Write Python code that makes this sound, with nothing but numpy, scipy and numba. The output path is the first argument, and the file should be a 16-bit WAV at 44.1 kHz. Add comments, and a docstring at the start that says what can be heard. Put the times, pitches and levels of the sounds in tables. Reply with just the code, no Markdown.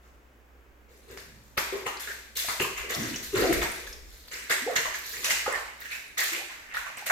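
"""Water sloshes across a flooded wooden floor in a bare, echoing hallway.
Each slap (a smack with a trailing wash) and each slower surge traps air as a cloud of ringing
bubbles, from low gulps to fine mist. Big pockets plop, narrow gaps squelch and drops tick.
Low thuds sound over a deep microphone rumble; a faint hum and room air lie beneath."""
import sys
import numpy as np
from scipy import signal
from scipy.fft import rfft, irfft, next_fast_len
from scipy.io import wavfile
from scipy.ndimage import uniform_filter1d
from numba import njit

SR = 44100
rng = np.random.default_rng(int(sys.argv[2]) if len(sys.argv) > 2 else 0)


def log_audio(samples):
    """Write samples as a 16-bit WAV file to the path given in sys.argv[1]."""
    # one column per channel
    frames = np.atleast_2d(samples).T
    # limit to full scale, then quantise
    limited = np.clip(frames, -1, 1)
    pcm = np.round(limited * 32767).astype(np.int16)
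    wavfile.write(sys.argv[1], SR, pcm)


N = 313551
TIME = np.arange(N) / SR
CUTOFF_HZ = 16100
LN_1000 = np.log(1000)   # 60 dB of decay

# bubble classes (gulps, glugs, mid, spray, mist): f_low/Hz, f_high/Hz, rate/(1/s), ring/cycles,
# spread/dB, trim/dB
SIZES = [(224, 725, 240, 18.2, 6, -5.5), (605, 1440, 350, 19, 4.5, -4), (1514, 3046, 700, 16.5, 4.5, -1),
         (3246, 8320, 1000, 16.2, 4.5, 2.5), (8500, 14100, 810, 9.9, 6.5, -0.5)]
# slaps on the boards: t/s, t60/s, mid level/dB, gulps/dB, glugs/dB, brightness/dB (these three re mid),
# smack/dB
SLAPS = [(1.1748, 0.26, -40.5, -20, -9, -9, -22.5), (1.5786, 0.09, -22, -5.5, 1.5, -5, -7),
         (1.8648, 0.12, -25.5, -7, 1.5, -11.5, -15.5), (2.4859, 0.22, -28, -10, 2.5, -5, -13.5),
         (2.603, 0.24, -27.5, -4, 0.5, -8.5, -6.5), (3.528, 0.12, -23, -19, -16, -8, -11),
         (3.62, 0.23, -24, -24, -1, -10.5, -11.5), (3.87, 0.092, -47.5, -24.5, -21, 4.5, -38),
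         (4.282, 0.022, -49, -6, -18, -2, -31.5), (4.504, 0.19, -18, -15, -5.5, -8.5, -22),
         (4.7636, 0.06, -16, -29, -14, -8, -10), (5.3067, 0.072, -15.5, -17, -11, -7, -13.5),
         (5.4641, 0.38, -30.5, -8.5, 8, -15, -16), (5.853, 0.42, -38, -23, -27, -12, -36),
         (6.179, 0.63, -25.5, -18, -7.5, -3.5, -44), (6.745, 0.32, -34.5, -40, 3.5, -5.5, -30),
         (6.975, 0.26, -34.5, -19, -7, -14, -25), (7.066, 0.14, -25, -50, -7.5, -8, -25),
         (7.106, 0.16, -9, -26, -5, -27.5, -25)]


def from_db(db):
    """Decibels to gain."""
    return 10 ** (np.asarray(db) / 20)


def rms_one(x):
    """Scale to unit power."""
    return x / np.sqrt(np.mean(x ** 2) + 1e-20)


def in_time(points):
    """Read a table at every sample."""
    return np.interp(TIME, *np.transpose(points))


def at_hz(points, hz):
    """Read a table on a log-frequency axis."""
    points = np.array(points)
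    return np.interp(np.log(np.maximum(hz, 1)), np.log(points[:, 0]), points[:, 1])


def band(x, low_hz, high_hz, order=2):
    """Butterworth band-pass."""
    return signal.sosfilt(signal.butter(order, [low_hz, high_hz], "band", fs=SR, output="sos"), x)


def swell_and_fade(t_s, swell_s, t60_s):
    """Linear rise from t_s, exponential fall; peak 1."""
    shape, start = np.zeros(N), int(t_s * SR)
    age = TIME[:min(int((swell_s + t60_s) * SR), N - start)]
    fade = np.exp(-LN_1000 * np.maximum(age - swell_s, 0) / t60_s)
    shape[start:start + len(age)] = np.minimum(age / swell_s, 1) * fade
    return shape


def pings(rows, cycles):
    """One damped sine per row of t/s, f/Hz, level/dB."""
    out = np.zeros(N + SR)
    click = signal.unit_impulse(SR // 30) + 1e-18
    for t_s, hz, db in rows:
        start = int(t_s * SR)
        radius, angle = np.exp(-LN_1000 * hz / (cycles * SR)), 2 * np.pi * hz / SR
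        ping = signal.lfilter([0, np.sin(angle)], [1, -2 * radius * np.cos(angle), radius ** 2], click)
        out[start:start + len(ping)] += from_db(db) * ping
    return out[:N]


def diffuse_spectrum(size):
    """Frequencies and spectra of white noise, partly alike at the two ears."""
    # left-right likeness: f/Hz, correlation
    likeness = [(25, 0.68), (60, 0.56), (150, 0.82), (350, 0.88), (700, 0.36), (1300, 0), (16000, 0.7)]
    hz = np.fft.rfftfreq(size, 1 / SR)
    mid, side = rfft(rng.standard_normal((2, size)))
    alike = at_hz(likeness, hz)
    return hz, np.sqrt(1 + alike) * mid + np.sqrt(1 - alike) * side * np.array([[1], [-1]])


def noise(colour):
    """Diffuse coloured stereo noise; rms 1."""
    size = next_fast_len(N)
    hz, white = diffuse_spectrum(size)
    return rms_one(irfft(white * from_db(at_hz(colour, hz)), size)[:, :N])


@njit
def add_bubbles(out, born, hz, strength, cycles, rise, lag_s):
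    """Each bubble is a dying sine that climbs in pitch and reaches the ears lag_s apart."""
    for k in range(len(born)):
        life = cycles / hz[k] * SR
        for ear in range(2):
            arrival = born[k] + (ear - 0.5) * lag_s[k] * SR
            height, shrink = strength[k], np.exp(-LN_1000 / life)
            for i in range(max(int(arrival) + 1, 0), min(int(arrival + life), out.shape[1])):
                age = (i - arrival) / life
                out[ear, i] += height * np.sin(2 * np.pi * cycles * age * (1 + rise * age / 2))
                height *= shrink


def evened(response, narrow_hz=40, wide_hz=400):
    """Level the chance peaks of a room response so that no note booms."""
    spectrum = rfft(response, 2 * SR)
    power = np.mean(np.abs(spectrum) ** 2, axis=0)
    narrow, wide = (uniform_filter1d(power, 2 * width_hz) for width_hz in (narrow_hz, wide_hz))
    return irfft(spectrum * np.sqrt(wide / narrow))[:, :SR]


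def hallway(x, direct_db, late_db, early_db=-6, early_t60_s=0.066, build_s=0.005):
    """Direct sound, reflections from floor and near walls, then the ring of the bare hall."""
    # reverberation time: f/Hz, t60/s
    hall_t60 = [(100, 0.05), (350, 0.55), (1000, 0.49), (2000, 0.83), (6000, 0.77), (15000, 0.36)]
    age = TIME[:SR]
    hz, white = diffuse_spectrum(SR)
    centres_hz = np.geomspace(100, 16000, 9)
    late = 0
    for centre_hz, share in zip(centres_hz, np.eye(len(centres_hz))):
        part = irfft(white * at_hz(np.c_[centres_hz, share], hz), SR)
        t60_s = at_hz(hall_t60, centre_hz)
        late += part * np.exp(-LN_1000 * age / t60_s) / np.sqrt(t60_s)
    late *= np.minimum(age / build_s, 1)
    early = irfft(diffuse_spectrum(SR)[1], SR) * np.exp(-LN_1000 * age / early_t60_s) * (age > 0.001)
    early = band(early, 293, 0.48 * SR, order=1)   # long waves merge with the direct sound
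    echoes = (from_db(early_db) * rms_one(early) + from_db(late_db) * rms_one(late)) / np.sqrt(SR)
    response = evened(from_db(direct_db) * signal.unit_impulse(SR) + echoes)
    return signal.fftconvolve(x, response, axes=1)[:, :N]


def room_tone(hum_hz=61.6, air_db=-60.5):
    """A low hum, slightly to the right, and still air."""
    # hum: t/s, level/dB
    hum_level = [(0, -59.5), (3.0, -58), (4.5, -66.5), (5.6, -59.5), (7.11, -78.5)]
    # air spectrum: f/Hz, relative level/dB
    air_colour = [(40, -4), (60, -19), (90, -24), (170, -21), (250, 3.5), (500, 2), (800, -2.5),
                  (1500, -2.5), (2500, -7.5), (4000, -19), (7000, -19.5), (9500, -28), (13000, -20.5),
                  (16000, -22)]
    hum = from_db(in_time(hum_level)) * np.sqrt(2) * np.sin(2 * np.pi * hum_hz * TIME)
    return hum * from_db([[-1.5], [1.5]]) + from_db(air_db) * noise(air_colour)


def low_thuds_and_rumble(gulps, gulp_db=-19.5, rest_db=-69.5, rumble_trim_db=1):
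    """Low thuds, which also follow the gulps, over a deep microphone rumble."""
    # rumble spectrum: f/Hz, relative level/dB
    rumble_colour = [(15, -16), (30, -15), (48, -3.5), (70, -8), (110, -55), (300, -73)]
    # rumble envelope: t/s, level/dB
    rumble_level = [(0.0, -64), (2.73, -64), (2.81, -47), (2.91, -68), (3.58, -37.5), (3.8, -58),
                    (3.92, -48), (4.71, -72), (4.91, -53), (4.95, -67), (5.7, -61), (5.76, -82),
                    (6.12, -61), (6.16, -81.5), (6.83, -58), (7.11, -98)]
    # thud spectrum: f/Hz, relative level/dB
    thud_colour = [(50, -39), (90, -2), (120, 3), (175, -6.5), (225, 1.5), (290, -20), (700, -58)]
    # heavy thuds: t/s, swell/s, t60/s, level/dB
    thuds = [(1.098, 0.2, 1.3, -56.5), (2.59, 0.018, 0.45, -42), (2.96, 0.03, 0.73, -35.5),
             (3.35, 0.03, 0.3, -45), (3.49, 0.02, 0.53, -34.5), (4.76, 0.03, 0.24, -47)]
    heavy_power = sum((from_db(db) * swell_and_fade(*timing)) ** 2 for *timing, db in thuds)
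    thud_gain = np.sqrt(heavy_power + (from_db(gulp_db) * gulps) ** 2 + from_db(rest_db) ** 2)
    rumble = from_db(in_time(rumble_level) + rumble_trim_db) * noise(rumble_colour)
    return rumble + thud_gain * noise(thud_colour)


def drips(spray, strays_per_s=14, stray_db=-7.5, low_hz=4800, high_hz=15700, trim_db=-1):
    """A drop ticks, shatters into three droplets and its bubbles ring; stray drops follow the spray."""
    # loudest drops: t/s, f/Hz, level/dB
    loud_drops = [(1.97, 4180, -30.5), (2.526, 13550, -29), (2.62, 11600, -20), (2.949, 5600, -19),
                  (3.142, 2970, -25), (3.16, 5850, -19), (3.234, 11800, -34), (3.412, 12100, -25),
                  (3.632, 11840, -38), (3.718, 10100, -26), (3.872, 1730, -35.5), (3.928, 5380, -29),
                  (4.889, 13300, -37.5), (4.946, 1880, -42), (4.988, 13550, -29), (5.094, 13200, -25),
                  (5.526, 7940, -25), (5.805, 14700, -30), (5.818, 1960, -33), (6.08, 10110, -40),
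                  (6.971, 8100, -29.5)]
    delay_s, spread_oct, droplet_db = 0.0034, 0.15, -4
    born = np.flatnonzero(rng.random(N) < strays_per_s / SR)
    stray_hz = low_hz * (high_hz / low_hz) ** rng.random(N)[born]
    strays = zip(born / SR, stray_hz, stray_db + 20 * np.log10(spray[born] + 1e-9))
    drops = [*loud_drops, *strays]
    droplets = []
    for (t_s, hz, db), scatter in zip(drops, rng.standard_normal((N // 100, 3, 2))):
        for delay, detune in scatter:
            droplet_hz = min(hz * 2 ** (spread_oct * detune), CUTOFF_HZ)
            droplets.append((t_s + delay_s * abs(delay), droplet_hz, db + droplet_db))
    ticks = pings(drops, cycles=0.5)
    plinks = pings(drops + droplets, cycles=40)
    return from_db(trim_db) * (ticks + plinks)


def squelches(per_s=600, cycles=20.0, rise=0.082, scatter_s=0.00018, trim_db=-1):
    """Water squeezed through a gap sheds like-sized bubbles; their pitch moves as the gap changes."""
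    # bubble swarms: t/s, length/s, f_first/Hz, f_last/Hz, spread/oct, level/dB
    swarms = [(1.573, 0.02, 1480, 1580, 0.056, -33.5), (1.862, 0.02, 1240, 1260, 0.076, -35.5),
              (2.069, 0.05, 1690, 1730, 0.11, -37.5), (2.597, 0.05, 2720, 2520, 0.14, -29),
              (2.832, 0.14, 505, 307, 0.13, -44), (2.98, 0.16, 330, 274, 0.27, -38),
              (3.327, 0.23, 401, 337, 0.08, -29), (3.355, 0.12, 1390, 1320, 0.039, -36),
              (3.428, 0.09, 720, 660, 0.029, -32), (4.502, 0.07, 1700, 1820, 0.036, -35),
              (4.672, 0.085, 585, 595, 0.31, -38), (4.765, 0.029, 1800, 1980, 0.031, -30.5),
              (4.89, 0.07, 1080, 2050, 0.18, -47), (5.131, 0.06, 1840, 2460, 0.073, -42),
              (5.524, 0.05, 1970, 1720, 0.14, -31), (5.85, 0.02, 1820, 1800, 0.057, -39),
              (5.911, 0.06, 2440, 2530, 0.059, -36.5), (6.173, 0.07, 2000, 1910, 0.046, -30.5),
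              (6.366, 0.075, 410, 1050, 0.068, -46.5), (6.744, 0.04, 1890, 1710, 0.29, -30)]
    out = np.zeros((2, N))
    for t_s, length_s, first_hz, last_hz, spread_oct, db in swarms:
        count = int(per_s * length_s)
        jitter, detune, strength, side = rng.standard_normal((400, 4))[:count].T
        progress = (np.arange(count) + jitter % 1) / count
        born = (progress * length_s * SR).astype(np.int64)
        hz = first_hz * (last_hz / first_hz) ** progress * 2 ** (spread_oct * detune)
        start = int(t_s * SR)
        burst = np.zeros((2, min(SR // 2, N - start)))
        add_bubbles(burst, born, hz, strength * (1 - progress / 2), cycles, rise, scatter_s * side)
        burst = band(burst, min(first_hz, last_hz) * 0.81, max(first_hz, last_hz) * 1.12)
        burst *= np.sqrt(2 * length_s * SR / np.sum(burst ** 2))
        out[:, start:start + burst.shape[1]] += from_db(db + trim_db) * burst
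    return out


def plops(onset_s=0.0039, cycles=15.7, warp_rad=0.028):
    """A big air pocket rings as a gliding sine; most climb as they near the surface."""
    # air pockets: t/s, f/Hz, glide/(oct/s), level/dB, hold/s
    pockets = [(1.725, 383.5, 1.5, -27.5, 0.0443), (2.089, 392, 2.5, -43.5, 0.012),
               (2.445, 666, -9, -32, 0.003), (2.604, 391, 0, -23, 0.0088), (2.647, 1090, -4, -21, 0.0031),
               (3.337, 385, 0.5, -22, 0.015), (3.386, 377, -5.5, -22, 0.017),
               (3.456, 685, -1.9, -31.5, 0.035), (3.49, 324, 2.5, -17.5, 0.021),
               (4.618, 232, 9.5, -42, 0.041), (4.663, 405, 15, -25, 0.025), (4.673, 790, -3, -27.5, 0.007),
               (4.694, 666, 9, -26.5, 0.009), (5.464, 807, 6, -26, 0.0095), (5.477, 425, 49, -18, 0.003),
               (6.319, 325.5, 3, -40, 0.034), (7.021, 790, 11, -35, 0.0048)]
    out = np.zeros(N)
    for t_s, hz, oct_per_s, db, hold_s in pockets:
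        start, t60_s = int(t_s * SR), cycles / hz
        age = TIME[:min(int((hold_s + t60_s) * SR), N - start)]
        phase = 2 * np.pi * np.cumsum(hz * 2 ** (oct_per_s * age)) / SR
        shape = np.minimum(age / onset_s, 1) * np.exp(-LN_1000 * np.maximum(age - hold_s, 0) / t60_s)
        out[start:start + len(age)] += from_db(db) * shape * np.sin(phase + warp_rad * np.sin(phase))
    return out


def smacks(hz=1850, cycles=3.15):
    """At each slap a sheet of water meets the boards with one short crack."""
    return pings([(t_s, hz, db) for t_s, *_, db in SLAPS], cycles)


def spatter(depth_db=1.7, clump_s=0.006):
    """Wandering gain: spray and mist land in uneven clumps."""
    width = int(clump_s * SR)
    wander = uniform_filter1d(uniform_filter1d(rng.standard_normal(N), width), width)
    return from_db(depth_db * rms_one(wander))


def agitation(spray_share=0.81, hiss_from_s=0.9, hiss_db=-67.5):
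    """Envelope per bubble class: slaps and surges add in power, over a faint steady high hiss."""
    # surges along the floor: t/s, swell/s, t60/s, mid level/dB, then re mid: gulps/dB, glugs/dB,
    # brightness/dB
    surges = [(0.005, 0.042, 0.4, -63, -10, 6, -6.5), (0.882, 0.0057, 2.1, -62, 7.5, -10, -6.5),
              (1.07, 0.043, 0.33, -46.5, 8, -5, -8.5), (1.721, 0.0016, 0.57, -39, 6, 3, -9),
              (1.99, 0.014, 0.56, -38, -35, -16, -2.5), (2.068, 0.008, 0.38, -37, -8, -4, -7),
              (2.352, 0.016, 0.58, -31.5, -16, -12, 2.5), (2.639, 0.0039, 0.048, -33, -16, -3, -14),
              (2.764, 0.011, 0.34, -28, -21, -6.5, -15), (2.888, 0.017, 0.2, -26, -8, -7, -10.5),
              (2.933, 0.0067, 0.12, -37, -7, 12.5, 3), (2.974, 0.031, 1.09, -33.5, -4.5, -5.5, -6),
              (3.225, 0.0055, 0.39, -42, -35, -18, 3.5), (3.321, 0.048, 1.06, -26.5, 7, -4, -9.5),
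              (3.431, 0.0054, 0.12, -40, 10, 9.5, -15), (3.681, 0.087, 0.53, -47.5, -14, 0, 0),
              (4.031, 0.1, 1.4, -56.5, -24, -31, 2), (4.307, 0.015, 0.76, -33.5, -13.5, -13, -10.5),
              (4.68, 0.026, 1.1, -39.5, -2.5, 4.5, -8.5), (4.851, 0.0071, 0.03, -23.5, -19, 5.5, -26),
              (4.939, 0.0041, 0.078, -24, -43, -26, -10), (4.993, 0.084, 1.6, -44, -11, -21, 2),
              (5.121, 0.03, 1, -39.5, -4, -6, -5.5), (5.229, 0.019, 0.36, -23.5, -21, -8.5, -7.5),
              (5.535, 0.029, 0.25, -35, -24, 5.5, -8), (5.678, 0.0073, 0.11, -36.5, -30, -2, -33),
              (5.782, 0.035, 0.25, -38.5, -19, -24, -10.5), (5.902, 0.013, 0.41, -33.5, -20, -8.5, -11),
              (6.312, 0.023, 0.19, -25.5, -19, -13, -15), (6.49, 0.0038, 0.94, -40, -35, -4.5, -16),
              (6.66, 0.065, 1.1, -37.5, -46.5, -9, -24), (6.85, 0.016, 0.32, -37.5, -30, 2.5, -16)]
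    swell_s, crest_lag_s = 0.01, 0.0012   # the splash peaks just after the smack
    puff_swell_s, puff_t60_s, puff_db, puff_bright_db = 0.0047, 0.01, -7.5, 8.5   # mist off the smack
    wash_t60_s, wash_db = 0.64, -15.5   # thrown water falls back
    splashes = list(surges)
    for t_s, t60_s, db, *lows_db, bright_db, _ in SLAPS:
        mist_db = bright_db + puff_bright_db
        puff = (t_s - puff_swell_s, puff_swell_s, puff_t60_s, db + puff_db, *lows_db, mist_db)
        body = (t_s - swell_s, swell_s + crest_lag_s, t60_s, db, *lows_db, bright_db)
        wash = (t_s, swell_s, wash_t60_s, db + wash_db, *lows_db, bright_db)
        splashes += [puff, body, wash]
    power = np.zeros((len(SIZES), N))
    for t_s, swell_s, t60_s, db, gulps_db, glugs_db, bright_db in splashes:
        gains = from_db(db + np.array([gulps_db, glugs_db, 0, spray_share * bright_db, bright_db]))
        alive = slice(int(t_s * SR), int((t_s + swell_s + t60_s) * SR))
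        power[:, alive] += np.outer(gains, swell_and_fade(t_s, swell_s, t60_s)[alive]) ** 2
    power[-2:, int(hiss_from_s * SR):] += from_db(hiss_db) ** 2   # top two classes only
    power[-2:] *= spatter() ** 2
    return np.sqrt(power)


def bubble_cloud(low_hz, high_hz, per_s, cycles, spread_db, rise=0.21, scatter_s=0.0002965, even_s=0.016):
    """Random bubbles of one class, many faint and a few loud; rms 1."""
    born = np.flatnonzero(rng.random(N) < per_s / SR)
    strength = from_db(spread_db * np.minimum(rng.exponential(1, N)[born], 4))
    strength *= rng.choice([-1, 1], N)[born]
    hz = low_hz * (high_hz / low_hz) ** rng.random(N)[born]
    # bubble strength by pitch: f/Hz, relative level/dB
    bubble_colour = [(260, -26), (370, 12), (520, 10), (700, -15.5), (1000, -2.5), (1400, 0.5), (1900, 2),
                     (2500, -0.5), (3200, -0.5), (5000, -6), (7300, -2), (9300, 3.5), (12000, 17.5),
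                     (16000, 39)]
    strength *= from_db(at_hz(bubble_colour, hz)) * np.sqrt(hz)
    lag_s = scatter_s * rng.standard_normal(N)[born]
    cloud = np.zeros((2, N))
    add_bubbles(cloud, born, hz, strength, float(cycles), rise, lag_s)
    power = np.maximum(uniform_filter1d(np.mean(cloud ** 2, axis=0), int(even_s * SR)), 0)
    cloud /= np.sqrt(power + 0.16 * np.mean(power[born]) + 1e-12)   # live bubbles share the energy
    return rms_one(band(cloud, 0.87 * low_hz, high_hz, order=3))


def sloshing(envelopes):
    """Splashes trap air: five bubble clouds, each under its own envelope."""
    return sum(envelope * from_db(trim_db) * bubble_cloud(*size)
               for envelope, (*size, trim_db) in zip(envelopes, SIZES))


def scene():
    """Sloshing fills the hallway; squelches, plops, smacks and drops are close and drier."""
    # water position: t/s, left minus right/dB
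    place = [(0, 2), (1.5, 1), (2.6, 1.1), (3.3, 0.5), (4.2, 1), (4.7, -1.5), (5.3, -1.2), (5.8, -2),
             (6.3, -1), (7.11, -1.5)]
    envelopes = agitation()
    gulps, _, _, spray, _ = envelopes
    spread = hallway(sloshing(envelopes), direct_db=-7.5, late_db=-4.5)
    close = hallway(squelches() + plops() + smacks() + drips(spray), direct_db=-1.5, late_db=-3.5)
    pan = from_db(np.outer([0.5, -0.5], in_time(place)))
    return (spread + close) * pan + low_thuds_and_rumble(gulps) + room_tone()


def record(dry):
    """Steep elliptic low-pass."""
    return signal.sosfilt(signal.ellip(10, 0.1, 80, CUTOFF_HZ, fs=SR, output="sos"), dry)


dry = scene()
out = record(dry)
log_audio(out)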